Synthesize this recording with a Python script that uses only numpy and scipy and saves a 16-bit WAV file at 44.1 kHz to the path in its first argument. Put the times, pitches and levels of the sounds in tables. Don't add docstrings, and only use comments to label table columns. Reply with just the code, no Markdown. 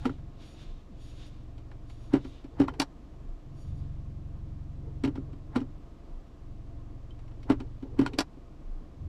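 import sys
import numpy as np
from scipy import signal
from scipy.fft import rfft, irfft, next_fast_len
from scipy.io import wavfile
from scipy.ndimage import uniform_filter1d, map_coordinates

SR = 44100
rng = np.random.default_rng(int(sys.argv[2]) if len(sys.argv) > 2 else 0)


def output_pcm(signal):
    pcm = np.clip(np.atleast_2d(signal).T, -1, 1) * 32767
    wavfile.write(sys.argv[1], SR, np.round(pcm).astype(np.int16))


def volts_from_db(level):
    exponent = np.asarray(level, float) / 20
    return 10 ** exponent


N = 400428

# start_s, knock_db, console_note_hz, plastic_db, lead_in_s
DETENTS = [
    (.054, -18, 257.8, -28, 0.04),
    (2.135, -10, 282, -25.5, 0.028),
    (2.599, -10.5, 283.5, -27, 0.042),
    (5.037, -18, 272, -30.5, .007),
    (5.559, -17, 256, -28, 0.038),
    (7.499, -10.5, 280, -22.5, 0.025),
    (7.99, -12, 282, -27.5, 0.026),
]
# start_s, knock_db, plastic_db
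REBOUNDS = [(.095, -29, -41), (2.151, -37, -33), (2.165, -25.5, -38.5), (2.614, -19, -30.5),
            (2.636, -31, -37), (5.075, -24, -37), (5.574, -37, -41), (5.592, -35, -48),
            (5.613, -25.5, -45.5), (7.519, -30, -33.5), (8.013, -20, -31), (8.031, -31, -40)]
# start_s,
# knock_db, plastic_db, steel_db
TOUCHES = [(.184, -61, -54, -71), (1.58, -45, -57, -60.5), (1.714, -64, -49, -61.5),
           (1.898, -53, -51, -54.5), (2.207, -54, -61, -67), (2.247, -33, -43.5, -55),
           (2.442, -35, -48, -59), (2.681, -32, -30.5, -46), (2.738, -45.5, -44, -55),
           (5.048, -21, -32, -39.5), (5.155, -33, -42, -52.5), (5.177, -29.5, -53, -64),
           (5.33, -41.5, -54, -63), (7.106, -61, -74, -68), (7.191, -64, -54, -63),
           (7.279, -60, -57, -64.5), (7.312, -58, -53, -66), (7.43, -61, -54, -55), (7.452, -42, -66, -84),
           (7.601, -30.5, -38.5, -50), (7.826, -30.5, -47, -58.5), (5.603, -61, -59, -54),
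           (8.05, -54, -40, -60), (8.062, -31, -33, -37.5), (8.134, -32.5, -45, -47),
           (8.369, -42, -70, -73)]
# start_s, knock_db, plastic_db, steel_db
STOPS = [
    (2.798, -20.5, -17.5, -20.5),
    (8.1858, -19.5, -16.5, -19.5),
]
# start_s,
# peak_db, pitch_hz, t60_s (time to fall 60 dB)
PINGS = [(0.0542, -26, 1337, 0.04), (.066, -27, 455, .06), (0.095, -32, 1340, 0.024),
         (5.571, -27, 460, .05), (5.557, -31, 1010, .035), (1.716, -48, 1740, 0.02),
         (2.683, -29.5, 1404, 0.044), (2.684, -19.5, 1070, 0.02), (2.691, -45, 3080, 0.056),
         (5.176, -42, 1320, 0.021), (5.559, -25.5, 1370, 0.026), (5.616, -45, 1300, 0.028),
         (7.1076, -52, 3110, 0.07), (8.063, -25, 1435, 0.043), (8.063, -22, 1010, 0.017)]
# start_s, end_s, first_db, last_db
SLIDES = [(2.277, 2.426, -68, -75), (2.47, 2.57, -63, -58), (2.713, 2.795, -61, -54),
          (4.81, 4.88, -63, -54), (4.88, 5.004, -54, -68), (5.28, 5.42, -56.5, -79),
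          (5.45, 5.534, -68, -55), (7.33, 7.483, -70, -60), (7.627, 7.78, -51.5, -83),
          (7.855, 7.966, -48, -50.5), (8.09, 8.17, -50, -46)]
# multiple_of_main_note, level_db, share_of_t60
CONSOLE_MODES = [(.46, -12.5, 1.52), (0.719, -30.5, 1.5), (.94, -10, 1.2), (0.999, -1, 1.07),
                 (1.081, -9, 1.1), (1.4, -9, 0.76), (1.749, -18.5, 0.38), (2.05, -21, 1)]
# pitch_hz, width_hz, level_db
HOLLOW = [(187, 110, -3), (315.6, 88, 2.5), (464, 140, -5)]
# pitch_hz, width_hz, level_db
PLASTIC = [(537, 103, -2), (798, 185, 2), (970, 187, 1), (1190, 88, -2.5), (1389, 95, -4.5),
           (1640, 120, -7.5), (1960, 230, -11)]
# pitch_hz, width_hz, level_db
STEEL = [(2200, 440, 3), (3076, 410, 3), (3810, 220, 1), (4400, 350, -1.5), (5550, 530, -5),
         (7600, 740, -10), (9780, 2300, -18)]
# pitch_hz, width_hz, level_db
STOP_PLATE = [(2400, 150, -2), (2875, 190, -3), (3400, 290, -3.5), (3940, 130, 1), (4500, 270, -1.5),
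              (5130, 200, -0.5), (5660, 280, -1.5), (7500, 900, -10.5), (10040, 1800, -14),
              (10600, 880, -30), (14500, 2000, -38)]
# pitch_hz, width_hz, level_db
GATE_PLATE = [(297, 110, 1.5), (440, 220, 3), (615.9, 220, -3.5), (854, 225, -5)]
# console_delay_s, console_t60_s, rattle_t60_s, crack_under_steel_db,
# share_heard_in_lead_in, lead_in_s (a notch brings its own)
FIRM, BOUNCE = (.002, .115, .075, -25, .3), (.001, .13, .07, -42, .6, .014)
LIGHT, HARD = (.003, .13, .068, -36, .55, .012), (.0004, .08, .046, -31, .22, .01)

# start_s, end_s, valve_whistle_db, air_rush_db
PEDAL_MOVES = [
    (-.1, .04, -69, -60.5),
    (0.424, .63, -70, -59.5),
    (1.018, 1.27, -69.5, -62.5),
    (1.9, 2.11, -74.5, -69.5),
    (2.246, 2.33, -76.5, -62),
    (3.56, 3.82, -76.5, -73.5),
]
# pitch_hz, width_hz, level_db
VALVE = [(4590, 130, 1.5), (5650, 210, -2), (6750, 170, 0.5), (9150, 650, -9), (10000, 280, -8),
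         (11010, 590, -12.5), (13700, 300, -17)]
# pitch_hz, level_db_per_hz
RUSH = [(900, -34), (1500, -17.5), (2600, -10.5), (3600, -10.5), (4800, -16), (7000, -22.5), (11500, -41),
        (13000, -46)]
# pitch_hz, width_hz, level_db
DUCT = [(2710, 200, -13), (3640, 230, 0)]

# multiple_of_firing_rate, level_db
PATHS = [
    [(1, -1.5), (1.5, -20.5)],
    [(2, -2.2), (2.5, -10), (3, -1.5)],
    [(4, 0), (4.5, -15), (6, 0), (6.5, -18), (7, -12), (8, -14), (9, -15.5), (10, -20), (11, -19.5),
     (13, -21)],
    [(5, -1), (5.5, -19.5), (12, -27.5), (12.5, -17.5), (13.5, -19), (14, -22.5)],
]
# load_off_s, load_on_s, firing_rate_reached_hz
FREE_RUNS = [
    (0.258, 0.899, 24.09),
    (2.115, 2.55, 23.67),
    (2.721, 3.44, 24.5),
    (5.692, 6.425, 24.46),
    (8.121, 8.982, 24.91),
]
# body_db, mounts_db, floor_db, dashboard_db
FREE, DRIVE = (-49.5, -54.5, -69, -63), (-48.5, -53.5, -59, -50.5)
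REVERSE, SLIPPING = (-49, -47, -46.5, -53.5), (-47.5, -64, -50, -55)
# grips_s, lets_go_s, strength_db, jolt_db
IN_DRIVE = [
    (.93, 2.336, -2, -2.5),
    (3.12, 3.307, -5, -3),
    (6.429, 7.504, 0.4, -1),
    (7.516, 7.795, 1.5, 9),
    (7.88, 8.22, 1.5, 3),
    (8.406, 8.55, -9.5, -9),
]
# grips_s, lets_go_s, strength_db, jolt_db
IN_REVERSE = [
    (-.2, 0.284, -2, 1.2),
    (2.574, 2.747, -1, 1.1),
    (3.67, 5.355, -0.1, 5.5),
    (8.984, 9.3, -1.5, 3),
]
# grips_s, lets_go_s, strength_db, jolt_db
IN_SLIP = [
    (0.306, 0.485, -8, .1),
    (0.56, 0.806, -8, .1),
    (3.474, 3.633, 0.5, .1),
    (5.383, 5.767, -1, .1),
]
# time_s, peak_db, pitch_hz, length_s
SHUNTS = [
    (0.706, -34, 27.3, 0.054),
    (3.314, -30, 27.3, 0.052),
    (3.74, -37, 83, .085),
    (6.158, -32.5, 26.2, 0.063),
    (8.724, -31, 26.75, 0.077),
    (9.07, -38, 83, .06),
]

# pitch_hz, level_db_per_hz
CABIN = [(12, -37.5), (22, -14.5), (40, -11), (86, -23), (120, -19), (177, -23.5), (300, -25), (400, -31.5),
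         (560, -32.5), (900, -39.5), (1100, -43), (1400, -46), (2500, -58), (5000, -77.5)]
# pitch_hz, width_hz, level_db
CABIN_PEAKS = [(309.3, 51, 6.5), (689.5, 17, 10.5), (1070, 58, 8.5), (1260, 45, 5.5)]
# pitch_hz, level_db_per_hz
VENTS = [(700, -7.5), (1500, 0.5), (3000, -1), (5700, -7), (6100, -8), (7800, -11), (8300, -16.5),
         (11000, -20), (15100, -26.5), (15400, -61)]


def unit(x):
    return x / np.sqrt(np.mean(x ** 2) + 1e-20)


def along(points, hz):
    f, v = np.transpose(points)
    return np.interp(np.log(hz + 1), np.log(f + 1), v)


def wobble(rate):
    coarse = np.arange(0, N + 64, 64)
    knots = rng.standard_normal(int(N * rate / SR) + 4)
    return np.interp(np.arange(N), coarse, map_coordinates(knots, [coarse * rate / SR]))


def filtered(x, response):
    m = next_fast_len(len(x) + SR // 4)
    return irfft(rfft(x, m) * response(np.fft.rfftfreq(m, 1 / SR)), m)[:len(x)]


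def resonances(peaks):
    def response(f):
        total = 0
        for k, (c, w, db) in enumerate(peaks):
            total = total + (-1) ** k * volts_from_db(db) * 1j * f * w / (c * c - f * f + 1j * f * w)
        return total
    return response


def noise_through(peaks, sharpness):
    return unit(filtered(rng.standard_normal(N), lambda hz: np.abs(resonances(peaks)(hz)) ** sharpness))


def swell(t, rise, fall):
    return volts_from_db(np.where(t < 0, 20 * t / rise, -60 * t / fall))


def contacts():
    def console_note():
        return 271.8 * (1 + .03 * rng.standard_normal())

    gate = []
    for s, knock, hz, plastic, lead in DETENTS:
        steel = plastic - 20.5 - 0.582 * knock
        gate.append((s, knock, hz, plastic, steel, (*FIRM, lead)))
    for s, knock, plastic in REBOUNDS:
        gate.append((s, knock, console_note(), plastic, plastic - 14, BOUNCE))
    for s, knock, plastic, steel in TOUCHES:
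        gate.append((s, knock, console_note(), plastic, steel, LIGHT))
    stop = []
    for s, knock, plastic, steel in STOPS:
        stop.append((s, knock, 291, plastic, steel, HARD))
        stop.append((s + .0185, knock - 7, 291, plastic - 4, steel - 7, HARD))
    return gate, stop


def lever(gate, stop):
    return (pings() + sliding() + rattles(gate, STEEL, metal_db=8.0)
            + rattles(stop, STOP_PLATE, metal_db=10.5))


def rattles(touching, metal, metal_db):
    before = SR // 20
    t = np.arange(-before, SR // 5) / SR
    plastic, steel, crack = np.zeros((3, N + len(t)))
    for s, _, _, plastic_db, steel_db, kind in touching:
        t60, crack_db, share, lead = kind[2:]
        lead = min(lead, .04)
        at = slice(round(s * SR), round(s * SR) + len(t))
        impacts = rng.standard_normal((2, len(t))) * volts_from_db(3.3 * rng.standard_normal((2, len(t))))
        impacts *= np.where(t < 0, share, 1)
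        bright = volts_from_db(steel_db + metal_db) * impacts[1]
        plastic[at] += volts_from_db(plastic_db + 9.5) * impacts[0] * swell(t, lead, 1.33 * t60)
        steel[at] += bright * swell(t, 0.349 * lead, 1.1 * t60)
        crack[at] += bright * volts_from_db(crack_db) * swell(t, .1 * lead, .025)

    def dull(peaks):
        return lambda hz: resonances(peaks)(hz) / (1 + 1j * hz / 10500) ** 2

    cracks = filtered(crack, lambda hz: resonances([(9500, 8000, 0)])(hz) ** 2)
    return (filtered(plastic, dull(PLASTIC)) + filtered(steel, dull(metal)) + cracks)[before:N + before]


def console(touching):
    before = SR // 40
    t = np.arange(-before, SR // 5) / SR
    rings, thuds = np.zeros((2, N + len(t)))
    for s, db, hz, _, _, kind in touching:
        delay, t60 = kind[:2]
        start = round((s + delay + .0035) * SR)
        at = slice(start, start + len(t))
        for multiple, level, share in CONSOLE_MODES:
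            gain = volts_from_db(db - 2.7 + level + rng.normal(0, 1.25))
            envelope = uniform_filter1d(swell(t, 0.0075, share * t60), size=160)
            mode_hz = multiple * rng.normal(1, 0.013) * hz
            phase = rng.normal(0, 2.5 * abs(np.log(multiple)))
            rings[at] += gain * envelope * np.cos(2 * np.pi * mode_hz * t + phase)
        thuds[at] += volts_from_db(db + 5.5) * rng.standard_normal(len(t)) * swell(t, 0.0086, 1.3 * t60)
    thuds = filtered(thuds, lambda hz: resonances(HOLLOW)(hz) ** 2)
    return (rings + thuds)[before + 1:][:N]


def pings():
    out, t = np.zeros(N + SR // 8), np.arange(SR // 8) / SR
    for s, db, hz, t60 in PINGS:
        out[round(s * SR):][:len(t)] += volts_from_db(db - 1.5 - 60 * t / t60) * np.sin(2 * np.pi * hz * t)
    return out[:N]


def sliding():
    scrape = rng.standard_normal(N) * volts_from_db(3.5 * wobble(50))
    rubbing = unit(filtered(scrape, lambda hz: resonances(GATE_PLATE)(hz) ** 2))
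    t, strokes = np.arange(N) / SR, 0
    for start, end, first, last in SLIDES:
        strokes = strokes + volts_from_db(np.interp(t, (start, end), (first, last), -140, -140))
    return uniform_filter1d(strokes, size=400) * rubbing


def servo():
    whistle = noise_through(VALVE, 1.16)
    rush = unit(filtered(rng.standard_normal(N), lambda hz: volts_from_db(along(RUSH, hz))
                         * (1 + 0.95 * np.abs(resonances(DUCT)(hz)))))
    roar = unit(filtered(rng.standard_normal(N),
                         lambda hz: resonances([(1250, 600, 0), (1800, 600, -1.5)])(hz) ** 2))
    valve = flow = 0
    for start, end, whistle_db, rush_db in PEDAL_MOVES:
        valve = valve + pedal(start, end, whistle_db, rise=.045, drift_db=-18, release=.26)
        flow = flow + pedal(start, end, rush_db, rise=.092, drift_db=19, release=.6)
    top = flow.max()
    air = flow * rush + volts_from_db(-10) * top * (flow / top) ** 1.6 * roar
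    return volts_from_db(1.0 + 2.5 * wobble(29.82)) * valve * whistle + volts_from_db(0.5 + 2.2 * wobble(20)) * air


def pedal(start, end, db, rise, drift_db, release):
    t = np.arange(N) / SR
    loudest = end if drift_db > 0 else start
    travel_db = drift_db * (np.clip(t, start, end) - loudest)
    rise_db = 20 * np.maximum(start - t, 0) / rise
    release_db = 60 * np.maximum(t - end, 0) / release
    return volts_from_db(db + travel_db - rise_db - release_db)


def engine(rate_hz):
    step = 16
    turn = 2 * np.pi * np.cumsum(rate_hz)[::step] / SR
    hum = 0
    for gain, path in zip(load()[:, ::step], PATHS):
        for multiple, db in path:
            drift = -.35 * multiple ** 2 + .013 * multiple * wobble(4.4)[::step]
            level = gain * volts_from_db(db + 1.1 * wobble(6.5)[::step]) * np.sqrt(2)
            hum = hum + level * np.sin(multiple * turn + drift)
    return signal.resample_poly(hum, step, 1)[:N]


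def speed():
    in_gear_hz, run_up_hz_per_s, pull_down_hz_per_s = 22.61, 7.5, 14
    t = np.arange(N) / SR
    rate_hz = np.full(N, in_gear_hz)
    for off, on, hz in FREE_RUNS:
        extra = np.minimum(run_up_hz_per_s * (t - off), pull_down_hz_per_s * (on - t))
        rate_hz += np.clip(extra, 0, abs(hz - in_gear_hz))
    return rate_hz


def load():
    grip_s, let_go_s, jolt_s = 0.1, 0.12, .15
    t = np.arange(N) / SR
    gains = volts_from_db(FREE)[:, None] * np.ones(N)
    for state, spells in ((DRIVE, IN_DRIVE), (REVERSE, IN_REVERSE), (SLIPPING, IN_SLIP)):
        for on, off, db, jolt_db in spells:
            grip = np.clip(np.minimum((t - on) / grip_s + .5, (off - t) / let_go_s + .5), 0, 1)
            jolt = volts_from_db(db + jolt_db * np.exp(-np.abs(t - on) / jolt_s))
            gains = gains + volts_from_db(state)[:, None] * grip * jolt
    return gains


def shunts():
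    t, out = np.arange(N) / SR, 0
    for s, db, hz, length in SHUNTS:
        out = out + volts_from_db(db) * np.exp(-((t - s) / length) ** 2) * np.cos(2 * np.pi * hz * (t - s))
    return out


def take_up():
    s, length = .922, .024
    u = np.clip((np.arange(N) / SR - s) / length, -3, 3)
    hz = 95 + (300 - 95) / (1 + np.exp(1.8 * u))
    return volts_from_db(-45) * np.exp(-u ** 2) * np.sin(2 * np.pi * np.cumsum(hz) / SR)


def cabin(rate_hz):
    def panels(hz):
        return volts_from_db(along(CABIN, hz)) * (1 + 0.59 * np.abs(resonances(CABIN_PEAKS)(hz)))

    rumble = filtered(rng.standard_normal(N), panels)
    rumble /= np.std(filtered(rumble, lambda hz: hz > 150))
    hiss = unit(filtered(rng.standard_normal(N), lambda hz: volts_from_db(along(VENTS, hz))))
    turn = 2 * np.pi * np.cumsum(rate_hz) / SR
    speed_db = 0.31 * (rate_hz - 23)
    swell_db = 0.4 * np.sin(turn / 2) + 0.19 * wobble(1.6) + .5 * wobble(9.2)
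    hiss_db = -72 + 0.54 * speed_db + 0.33 * wobble(1.3)
    return volts_from_db(-55 + speed_db + swell_db) * rumble + volts_from_db(hiss_db) * hiss


def scene():
    gate, stop = contacts()
    rate_hz = speed()
    hand = lever(gate, stop) + console(gate + stop)
    car = engine(rate_hz) + shunts() + take_up() + cabin(rate_hz)
    return (hand + servo() + car)[None]


def band_limit(x):
    return signal.sosfilt(signal.butter(12, 16370, fs=SR, output="sos"), x)


def record(dry):
    closing = np.clip(np.arange(N)[::-1] / 120, 0, 1)
    rolled = filtered(dry[0] * closing, lambda hz: volts_from_db(along([(15000, -0.5), (15500, -19.5)], hz)))
    return band_limit(rolled[None])


dry = scene()
out = record(dry)
output_pcm(out)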